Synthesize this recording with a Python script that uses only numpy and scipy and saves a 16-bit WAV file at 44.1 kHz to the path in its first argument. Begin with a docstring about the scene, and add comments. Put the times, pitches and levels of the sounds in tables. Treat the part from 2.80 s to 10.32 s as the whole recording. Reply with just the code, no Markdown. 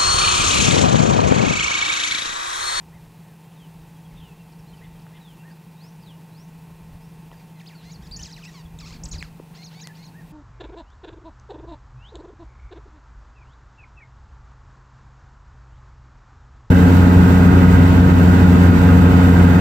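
"""First you hear a camcorder's own motor hum and hiss, with wind buffeting its microphone now and then.
Faint whistles and dry churrs come from farther off: wavering pure tones and short bursts of grainy noise.
Then a starling on a thorn bush sings chattering glides and whistles with both sides of its syrinx:
one side is a stack of harmonics coloured by windpipe and beak, the other is nearly pure tones.
A few small clicks close by are short, heavily damped rings."""
import sys
import numpy as np
from scipy import signal
from scipy.fft import rfft, irfft
from scipy.io import wavfile
from scipy.ndimage import uniform_filter1d

SR = 44100
rng = np.random.default_rng(int(sys.argv[2]) if len(sys.argv) > 2 else 0)


def to_wav(sig):
    """Store sig (one row per channel, or 1-D mono) as 16-bit WAV at the path in sys.argv[1].

    Samples outside -1..1 are clipped; the rate is SR.
    """
    pcm = np.clip(np.atleast_2d(sig), -1, 1) * 32767
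    pcm = np.round(pcm).astype(np.int16)
    wavfile.write(sys.argv[1], SR, pcm.T)  # frames by channels


N = 331648
TIME = np.arange(N) / SR  # s
ALONG = np.linspace(0, 1, 200)  # how far through a note we are, 0-1
ENDS = (2 * ALONG - 1) ** 2  # 1 at both ends of a note, 0 in its middle
EDGE_HZ = 15750  # top of the recorder's band

# Levels in the tables are before any trim, wobble, filter or echo in the functions.

# tape drum: turns a second, and the multiple of that rate that hums
DRUM_HZ, HUM_ORDER = 12.5, 13
# unevenness within one turn of the drum: (multiple of drum rate, throb depth/0-1, phase swing/rad)
DRUM_UNEVENNESS = [(1, 0.17, 0.57), (2, 0.31, 0.056), (3, 0, 0.017), (4, 0, 0.2)]
# steady whines of the tape transport: (f/Hz, level/dB rms)
TRANSPORT_WHINE = [(263.8, -66.5), (452.2, -66.5), (694.4, -82), (899.0, -64.5), (957, -82), (1044, -73),
                   (1077, -72), (1540, -78.5), (1846, -77), (1949, -74), (2099, -81.5), (2401, -73),
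                   (2552, -73), (2702, -72.5)]
# colour of the mechanism's whirr and hiss: (f/Hz, relative level/dB per Hz)
WHIRR_COLOUR = [(20, -6), (60, -22.5), (110, 13), (160, 19), (230, 3), (330, 5.5), (470, 2), (620, -1),
                (750, 2.5), (890, 4.5), (1200, -6), (2000, -8), (2700, -8.5), (3300, -10.5), (6000, -15),
                (16000, -16)]
WHIRR_DB = -51

# gusts on the microphone: (t/s, time to swell and to die/s, level/dB)
WIND_GUSTS = [(.06, .08, -53), (.26, 0.081, -50), (1.0, 0.061, -50), (1.38, 0.36, -52.5),
              (2.1, 0.26, -53.5), (3.2, .06, -53), (4.1, 0.24, -44), (4.62, 0.25, -66), (5.32, 0.12, -38.5),
              (5.98, 0.18, -44.5), (6.28, 0.18, -37), (7.46, 0.13, -46.5)]
# colour of the wind rumble: (f/Hz, relative level/dB per Hz)
WIND_COLOUR = [(10, -13), (22, -26), (35, -0.5), (65, -1.5), (110, -8), (200, -13), (400, -28.5),
               (900, -34), (3000, -44.5), (15000, -74)]
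CALM_DB = -66  # wind level between gusts

# clicks and knocks near the microphone: (t/s, level/dB of the envelope's peak, ring f/Hz, swell time/s)
NEAR_CLICKS = [(2.267, -37, 1400, 0.00024), (4.516, -35.5, 900, 0.00063), (4.5153, -43.5, 2920, 0.00042),
               (4.526, -39, 490, 0.00096), (6.4265, -19.5, 2180, 0.00029), (6.4268, -31, 7740, 0.00012),
               (6.43, -44, 1940, 0.00027), (6.597, -39, 1000, 0.00047), (6.5997, -28, 390, 0.00088),
               (7.0727, -11.5, 4340, 0.000018)]

# faint slurs and pips: (t/s, length/s, from f/Hz, to f/Hz, bend, level/dB)
# here and below, a bend under 1 moves early and one over 1 moves late
FAINT_GLIDES = [(0.472, 0.085, 1920, 1460, 1.1, -68.5), (0.643, .03, 3210, 3210, 0.48, -68.5),
                (1.15, .03, 3310, 3270, 1.0, -69), (1.247, .026, 3360, 3170, 1.2, -64),
                (1.306, .035, 2460, 1530, 1.2, -65), (1.428, .09, 3820, 3210, 0.91, -72),
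                (1.51, .04, 2680, 2560, 1.0, -72), (1.59, 0.036, 2840, 2640, 0.79, -64.5),
                (1.719, .018, 5800, 4000, 1.0, -69), (1.929, 0.024, 3210, 2990, .7, -63.5),
                (1.967, .018, 5300, 4400, 0.86, -68), (1.977, 0.038, 2980, 2250, 1.0, -66),
                (2.155, .025, 3250, 3200, 1.0, -70), (2.191, .016, 5340, 3580, 1.1, -66),
                (2.217, .014, 5300, 4930, 1.0, -67), (2.58, .045, 2640, 2760, 1.0, -62.5),
                (2.7, .032, 4400, 5200, 1.6, -67), (3.21, 0.053, 5440, 4130, 0.93, -67.5),
                (3.261, 0.068, 4160, 2800, 0.97, -57.5), (3.33, .028, 2820, 2940, 1.0, -67),
                (4.205, .075, 4800, 5950, 1.0, -73), (7.095, .032, 1720, 1750, 1.0, -56)]
# faint falling whistles that quaver: (t/s, length/s, from f/Hz, to f/Hz, bend, level/dB)
FAINT_QUAVERS = [(0.758, 0.12, 4030, 2770, .7, -65.5), (1.362, 0.16, 3940, 2534, 0.75, -62.5),
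                 (2.407, .14, 3990, 2770, 1.2, -62.5)]
QUAVER_HZ, QUAVER_DEPTH = 81, .014  # depth as a share of the pitch
# faint rising whistles: (t/s, length/s, starting f/Hz, level/dB)
FAINT_RISERS = [(2.965, 0.14, 3680, -64.5), (3.512, .142, 3820, -65.5)]
# the climb they share: (share of length, pitch ratio)
SHARED_CLIMB = [(0, 1), (.26, 1.06), (.5, 1.33), (.8, 1.51), (1, 1.7)]
# faint rounded hoots: (t/s, length/s, top f/Hz, level/dB)
FAINT_HOOTS = [(.118, .076, 2110, -65.5), (1.78, .032, 5630, -70), (1.852, 0.083, 4280, -68.5),
               (2.008, 0.066, 2110, -60), (2.32, .072, 2100, -61.5), (2.625, .102, 1864, -61.5),
               (7.018, .09, 2070, -57.5), (7.332, .105, 1870, -59.5)]
HOOT_DROOP = 0.27  # share of the pitch lost at both ends
# short, dry churrs among the faint whistles: (t/s, length/s, level/dB)
DRY_CHURRS = [(0.71, 0.035, -63), (1.32, 0.14, -62.5), (2.03, 0.036, -62), (2.335, 0.054, -56.5)]
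# colour of the churrs: (f/Hz, relative level/dB)
CHURR_COLOUR = [(1800, -30), (2700, 4), (3600, 5), (4500, -26)]

# colour of the open beak: (f/Hz, level/dB)
BEAK_COLOUR = [(600, -22), (1100, -11), (2300, -7), (3200, -7), (4400, -3), (5400, -3), (6800, -5),
               (8000, -12), (9500, -27), (14000, -46)]
BEAK_OPEN_HZ = 630  # below this pitch the beak closes and its resonances sink
# resonances of the windpipe: (f/Hz, width/Hz, lift/dB)
WINDPIPE_RESONANCES = [(2410, 1100, 7), (4370, 760, 7.5)]
# harsh stretches of the song: (t/s, length/s, level/dB)
HARSH_STRETCHES = [(5.035, 0.059, -67), (5.355, 0.2, -53), (5.635, 0.027, -46.5), (5.66, 0.13, -56.5),
                   (6.058, 0.063, -49), (6.325, 0.027, -47)]

# the refrain, a low buzz that breaks into a high whistle:
# (t/s of the break, buzz f/Hz, buzz level/dB, whistle top f/Hz, whistle level/dB,
#  second voice f/Hz, second voice level/dB)
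REFRAIN_NOTES = [(5.117, 688, -46, 6820, -50.5, 4000, -58), (6.843, 698, -44, 6640, -47.5, 4320, -47),
                 (7.013, 738, -44, 6870, -46, 4000, -51), (7.248, 707, -47.5, 6760, -56, 4280, -51.5)]
BUZZ_HZ = 900  # a note whose average pitch is below this counts as a buzz
# the buzz climbs from a share of its pitch, holds, then lifts and swells just before the break
BUZZ_S, CLIMB_S, CLIMB_FROM = .115, 0.056, 0.5
LIFT_S, LIFT = .011, 0.248  # growth time, and final rise as a share of the pitch
BUZZ_START_DB, BUZZ_HOLD_DB, BUZZ_OVERTONES_DB = -10.5, -8.5, -7
# arch of the refrain's whistle:
# (top after the break/s, rise/s, fall/s, start share of pitch, end share of pitch, width of the top/s)
WHISTLE_ARCH = (0.0062, 0.022, 0.044, 0.27, .61, 0.013)
# arch of the second voice under it, with the same columns
SECOND_ARCH = (.006, 0.0265, 0.019, .91, .82, 0.057)
# chirps that rise and fall: (t/s of the top, rise/s, fall/s, start share of pitch, end share of pitch,
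#  width of the top/s, top f/Hz, level/dB, overtones/dB)
RISE_AND_FALL_CHIRPS = [(4.603, .01, 0.021, 0.49, 0.47, 0.0076, 2490, -57.5, -4),
                        (4.876, 0.019, 0.046, .47, .35, 0.012, 5010, -48.5, -2),
                        (6.139, .007, .038, 0.84, 0.41, 0.0047, 2470, -46, 4),
                        (6.294, 0.0084, 0.0025, 0.71, .97, .01, 8300, -45, -3)]
ARCH_DB_PER_OCTAVE = 4.5  # an arch is louder where it is higher
# one-way glides: (t/s, length/s, from f/Hz, to f/Hz, bend, level/dB,
#  level change by the end/dB, overtones/dB)
LEADING_SLURS = [(4.523, 0.027, 2080, 1470, 1.0, -54, -4, -8), (4.755, 0.045, 2150, 1940, 0.91, -61, 1, -8),
                 (4.797, .025, 4270, 1590, .56, -51.5, 0.5, -6), (4.923, .045, 1880, 1300, .9, -63, 7, -9),
                 (5.523, 0.023, 6200, 3760, 0.83, -45, 1, -5), (5.546, .013, 3750, 4030, 1.1, -52, -1, -1),
                 (5.562, 0.056, 3300, 1056, .7, -46.5, -9, 2), (5.609, 0.021, 1066, 1490, 1.3, -53, -2, -6),
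                 (5.623, .02, 3270, 2370, .9, -53, 9, -1), (5.646, 0.03, 2355, 2820, 0.88, -44, -3, 1),
                 (5.673, 0.027, 2100, 1830, .8, -50.5, 2, -3), (5.738, 0.085, 1207, 884, .8, -48, -5.5, -7),
                 (6.382, 0.023, 5140, 3680, 1.3, -39, -7, 10),
                 (6.405, 0.09, 2780, 856, 0.81, -42.5, -18.5, 1),
                 (6.746, .034, 2090, 3050, 1.2, -54, 0, 15), (7.148, .03, 2100, 3100, 1.2, -56, -4, 15)]
# free warbles, as short curves; a long warble takes two curves in a row: (t/s, f/Hz, level/dB)
WARBLE_CURVES = [
    [(5.22, 1424, -56), (5.236, 1940, -57), (5.264, 1610, -55), (5.279, 2690, -48)],
    [(5.311, 3520, -46), (5.321, 4820, -39), (5.345, 4620, -38), (5.359, 4220, -46), (5.364, 5440, -36),
     (5.369, 6870, -37), (5.375, 6960, -38), (5.38, 5650, -53)],
    [(5.391, 2440, -38), (5.399, 2970, -42), (5.415, 3070, -43), (5.424, 4830, -52), (5.429, 7180, -37),
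     (5.436, 5320, -34), (5.444, 3330, -48), (5.449, 3220, -43), (5.462, 2350, -36)],
    [(5.462, 2255, -42), (5.48, 1776, -53), (5.5, 1530, -51.5), (5.521, 2190, -47)],
    [(5.987, 4130, -39), (5.994, 2730, -54), (6.004, 2494, -42.5), (6.013, 1385, -46), (6.022, 1194, -51),
     (6.05, 1044, -48), (6.07, 1410, -47), (6.088, 1000, -48)],
    [(6.09, 1065, -54), (6.112, 1018, -49), (6.126, 1374, -50), (6.134, 1830, -39)],
    [(6.235, 4600, -35), (6.239, 6920, -35), (6.247, 8000, -48), (6.253, 7940, -42), (6.258, 5080, -33.5),
     (6.263, 3220, -54), (6.271, 2090, -45)],
    [(6.313, 4910, -36), (6.317, 6570, -38), (6.323, 7080, -37.5), (6.329, 6580, -36.5), (6.334, 3790, -44),
     (6.343, 2580, -44), (6.352, 2170, -40), (6.38, 1280, -59)],
]
# a warble's overtones are strongest in the middle register
REGISTER_HZ, REGISTER_OCTAVES, REGISTER_DB, WARBLE_OVERTONES_DB = 2700, 0.88, 15.5, 0
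OVERTONES_PER_DB = 0.63  # dB of overtones lost for each dB a note softens
# pure slurs from the other side of the syrinx: (t/s, length/s, from f/Hz, to f/Hz, bend, level/dB)
SECOND_GLIDES = [(4.567, .036, 4940, 4480, 1.1, -62), (4.912, .045, 2950, 1980, 1.0, -57),
                 (4.95, 0.075, 4550, 3740, 1.1, -55.5), (5.365, .072, 1850, 1690, 1.9, -55),
                 (5.462, .008, 4540, 7100, .8, -37), (5.469, .012, 7060, 7450, 1.0, -46),
                 (5.851, 0.023, 3470, 3230, 1.2, -54), (6.058, .018, 6040, 4480, 1.0, -45),
                 (6.315, 0.02, 5020, 3860, .5, -40), (6.926, .07, 2480, 3850, 0.48, -58)]
SLUR_EDGE_DB = -7  # pure slurs, hoots and risers swell from this relative level and sink back to it


def gain_of(db):
    """Turns decibels into amplitude: every 20 dB is a factor of ten."""
    return 10 ** (np.asarray(db) / 20)


def evened(x):
    """Scales a signal to an average (rms) strength of 1."""
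    return x / np.sqrt(np.mean(x ** 2) + 1e-20)


def read(points, hz):
    """Reads a spectrum between its points on a log-frequency axis."""
    f, value = np.transpose(points)
    return np.interp(np.log(hz + 1), np.log(f + 1), value)


def add(mix, s, sound):
    """Mixes a sound in at time s, cutting off what runs past the end."""
    part = mix[round(s * SR):][:len(sound)]
    part += sound[:len(part)]


def noise(colour):
    """Steady noise: white noise with each frequency weighted by the colour, rms 1."""
    hz = np.fft.rfftfreq(N, 1 / SR)
    white = rfft(rng.standard_normal(N))
    return evened(irfft(white * gain_of(read(colour, hz)), N))


def waver(rate_hz):
    """Smooth random wobble, rms 1: noise that fades away above the given rate."""
    hz = np.fft.rfftfreq(N, 1 / SR)
    white = rfft(rng.standard_normal(N))
    return evened(irfft(white / (1 + (hz / rate_hz) ** 4), N))


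def scatter(x, t60, wet_db):
    """Ground and thorn bushes return a thin, short spray of echoes, fading 60 dB in t60 seconds."""
    t = np.arange(SR // 2) / SR
    strength = rng.standard_normal(len(t))
    present = rng.random(len(t)) < 2000 / SR  # about 2000 echoes a second
    taps = strength * present * (t > .004) * gain_of(-60 * t / t60)
    echoes = signal.fftconvolve(x, taps / np.linalg.norm(taps))[:N]
    return x + gain_of(wet_db) * echoes


def settling(start_db=-3, settle_s=1.0):
    """The motor hum is heard a little softer at first, then its level rises and steadies."""
    return gain_of(start_db * np.exp(-TIME / settle_s))


def motor(hum_db=-44.5, wow=0.24, whine_wow=0.75, whine_db=-1, throb_db=1.26):
    """The drum's hum throbs and sways with every turn; the transport whines thinly above."""
    turn = 2 * np.pi * DRUM_HZ * TIME
    throb, sway = np.ones(N), np.zeros(N)
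    for k, depth, swing in DRUM_UNEVENNESS:
        throb += depth * np.cos(round(k) * turn)
        sway += swing * np.cos(round(k) * turn + 2 * np.pi * rng.random())
    out = gain_of(hum_db) * throb * np.sin(HUM_ORDER * turn + sway + wow * waver(6.7))
    for hz, db in TRANSPORT_WHINE:
        level = gain_of(db + whine_db + throb_db * waver(30))
        out += level * np.sin(2 * np.pi * hz * TIME + whine_wow * waver(8.1))
    return np.sqrt(2) * out  # a sine of rms 1 peaks at root 2


def whirr(flicker_db=0.52):
    """Rubbing tape and gears ring the camera body, over hiss: coloured noise that flickers slightly."""
    return gain_of(WHIRR_DB + flicker_db * waver(25)) * noise(WHIRR_COLOUR)


def wind(lumps_db=3.3):
    """Eddies at the microphone rumble with each gust; the powers of calm air and gusts add up."""
    power = gain_of(CALM_DB) ** 2
    for s, swell, db in WIND_GUSTS:
        power = power + (gain_of(db) * np.exp(-abs(TIME - s) / swell)) ** 2
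    return noise(WIND_COLOUR) * np.sqrt(power) * gain_of(lumps_db * waver(14))


def clicks(dull_hz=11500, order=3):
    """Each click is a short, heavily damped ring, rounded off in the top treble."""
    out, t = np.zeros(N), np.arange(SR // 30) / SR
    for s, db, hz, swell in NEAR_CLICKS:
        envelope = t / swell * np.exp(1 - t / swell)
        add(out, s, gain_of(db) * envelope * np.sin(2 * np.pi * hz * t))
    return signal.lfilter(*signal.butter(order, dull_hz, fs=SR), out)


def gesture(curves, cycles=9, size=130):
    """Sample numbers, a soft on-off gate and the smoothly joined controls of one curve."""
    s, *columns = curves
    at = np.arange(int(s.min() * SR), int(s.max() * SR))
    # averaging over a few milliseconds rounds the corners
    controls = [uniform_filter1d(np.interp(at / SR, s, c), size, mode="nearest") for c in columns]
    turns = np.cumsum(controls[0]) / SR  # the vibration needs a few cycles to build up and to die
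    from_nearest_end = np.minimum(turns, turns[-1] - turns)
    gate = np.sin(np.pi / 2 * np.minimum(from_nearest_end / cycles, 1))
    return at, gate, controls


def slur(s, length, from_hz, to_hz, bend, db):
    """Time, pitch and level of a one-way glide that swells and sinks."""
    hz = from_hz * (to_hz / from_hz) ** (ALONG ** bend)
    return s + length * ALONG, hz, db + SLUR_EDGE_DB * ENDS


def arch(s, rise, fall, start, end, width, top_hz, db):
    """Time, pitch and level of a note that shoots up to a rounded top and relaxes."""
    t = (rise + fall) * ALONG - rise

    def drop(away):
        """Rounded fall away from the top."""
        return 1 - width / np.hypot(width, away)

    depth = np.where(t < 0, (1 - start) / drop(rise), (1 - end) / drop(fall))
    share = 1 - depth * drop(t)
    return s + t, top_hz * share, db + ARCH_DB_PER_OCTAVE * np.log2(share)


def buzz(break_s, hz, db):
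    """Time, pitch and level of the buzz that leads into the refrain's whistle."""
    t = BUZZ_S * ALONG
    climb = np.minimum(t / CLIMB_S, 1)
    lift = np.exp((t - BUZZ_S) / LIFT_S)
    pitch = hz * CLIMB_FROM ** (1 - climb) * (1 + LIFT * lift)
    level = db + BUZZ_START_DB * (1 - climb) + BUZZ_HOLD_DB * (climb - lift)
    return break_s - BUZZ_S + t, pitch, level


def whistles(notes, jitter, shimmer_db, flutter_hz, level_db):
    """Nearly pure tones, slightly unsteady in pitch and level."""
    out, unsteady, flutter = np.zeros(N), waver(200), waver(flutter_hz)
    for note in notes:
        at, gate, (hz, db) = gesture(note)
        phase = 2 * np.pi * np.cumsum(hz * (1 + jitter * unsteady[at])) / SR
        level = gain_of(db + level_db + shimmer_db * flutter[at])
        out[at] += np.sqrt(2) * gate * np.sin(phase) * level
    return out


def rasps(stretches, colour, grain_db=3):
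    """Where a syrinx vibrates irregularly, it sends out grainy noise."""
    out, source = np.zeros(N), evened(noise(colour) * gain_of(grain_db * waver(400)))
    for s, length, db in stretches:
        swell = np.sin(np.pi * np.clip((TIME - s) / length, 0, 1))
        out += gain_of(db) * swell * source
    return out


def faint_notes():
    """Lists the soft slurs, hoots, rising whistles and quavering falls as pitch and level curves."""
    notes = [slur(*row) for row in FAINT_GLIDES]
    hoot_shape = 1 - HOOT_DROOP * ENDS
    riser_shape = np.interp(ALONG, *np.transpose(SHARED_CLIMB))
    for rows, shape in ((FAINT_HOOTS, hoot_shape), (FAINT_RISERS, riser_shape)):
        for s, length, hz, db in rows:
            notes.append((s + length * ALONG, hz * shape, db + SLUR_EDGE_DB * ENDS))
    for row in FAINT_QUAVERS:
        s, hz, db = slur(*row)
        quaver = 1 + QUAVER_DEPTH * np.sin(2 * np.pi * QUAVER_HZ * (s - s[0]))
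        notes.append((s, hz * quaver, db))
    return notes


def second_voice():
    """The other side of the syrinx arches under each refrain and adds slurs of its own."""
    delay, *shape = SECOND_ARCH
    arches = [arch(s + delay, *shape, hz, db) for s, *_, hz, db in REFRAIN_NOTES]
    return arches + [slur(*row) for row in SECOND_GLIDES]


def voiced(s, hz, db, overtones_db):
    """Adds the overtone strength to a note: it dulls as it softens."""
    return s, hz, db, overtones_db + OVERTONES_PER_DB * (db - db.max())


def leading_voice(whistle_overtones_db=-4):
    """Lists what the leading side of the syrinx sings as pitch, level and overtone curves."""
    notes = [voiced(*arch(*row), overtones_db) for *row, overtones_db in RISE_AND_FALL_CHIRPS]
    delay, *shape = WHISTLE_ARCH
    for s, buzz_hz, buzz_db, top_hz, top_db, _, _ in REFRAIN_NOTES:
        notes.append(voiced(*buzz(s, buzz_hz, buzz_db), BUZZ_OVERTONES_DB))
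        notes.append(voiced(*arch(s + delay, *shape, top_hz, top_db), whistle_overtones_db))
    for *glide, db, fade_db, overtones_db in LEADING_SLURS:
        s, hz, _ = slur(*glide, db)
        notes.append(voiced(s, hz, db + fade_db * ALONG, overtones_db))
    for rows in WARBLE_CURVES:
        s, hz, db = np.transpose(rows)
        middle = np.exp(-(np.log2(hz / REGISTER_HZ) / REGISTER_OCTAVES) ** 2)
        notes.append(voiced(s, hz, db, WARBLE_OVERTONES_DB + REGISTER_DB * middle))
    return notes


def throat_db(hz):
    """Colour of windpipe and beak together: resonance peaks on top of the beak's curve."""
    peaks = sum(db / (1 + (2 * (hz - centre) / width) ** 2) for centre, width, db in WINDPIPE_RESONANCES)
    return read(BEAK_COLOUR, hz) + peaks


def song(jitter=0.011, shimmer_db=1.5, level_db=-1, overtone_db=-2, between_db=-6, rolloff_db=-2.0, count=12):
    """The syrinx glides from a low buzz to a high whistle; the throat picks out the harmonics."""
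    out, unsteady, flutter = np.zeros(N), waver(760), waver(250)
    k = np.arange(1, count + 1)[:, None]  # harmonic numbers
    for note in leading_voice():
        at, gate, (hz, db, overtones_db) = gesture(note)
        phase = 2 * np.pi * np.cumsum(hz * (1 + jitter * unsteady[at])) / SR
        gape = np.minimum(hz / BEAK_OPEN_HZ, 1)
        source_db = (overtones_db + overtone_db) * (k > 1) + rolloff_db * np.log2(k)
        weight = gain_of(throat_db(k * hz / gape) + source_db) * (k * hz < EDGE_HZ)
        # in the low buzz the syrinx repeats itself only every third swing, so every third harmonic leads
        between = (k % 3 > 0) * (hz.mean() < BUZZ_HZ)
        weight = weight * gain_of(between_db * between)
        # dividing by the rms lets the weights set the colour, not the loudness
        tone = (weight * np.sin(k * phase)).sum(0) / np.sqrt((weight ** 2).sum(0) / 2)
        out[at] += gate * tone * gain_of(db + level_db + shimmer_db * flutter[at])
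    return out


def scene():
    """Everything reaches one microphone, alike in both channels."""
    camera = settling() * motor() + whirr()
    near_clicks = scatter(clicks(), t60=0.068, wet_db=-18)
    faint = whistles(faint_notes(), jitter=0.0054, shimmer_db=2.0, flutter_hz=69.6, level_db=3.5)
    faint += rasps(DRY_CHURRS, CHURR_COLOUR)
    far_birds = scatter(faint, t60=0.24, wet_db=-8.0)
    second = whistles(second_voice(), jitter=0.0076, shimmer_db=3, flutter_hz=200, level_db=-4)
    starling = scatter(song() + second + rasps(HARSH_STRETCHES, BEAK_COLOUR), t60=.27, wet_db=-12)
    mono = camera + wind() + near_clicks + far_birds + starling
    return np.array([mono, mono])


def record(dry):
    """The recorder's band limit: a steep filter removes what lies above its top edge."""
    low_pass = signal.firwin(511, EDGE_HZ, window=("kaiser", 9), fs=SR)
    return signal.oaconvolve(dry, low_pass[None], "same", axes=1)


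dry = scene()
out = record(dry)
to_wav(out)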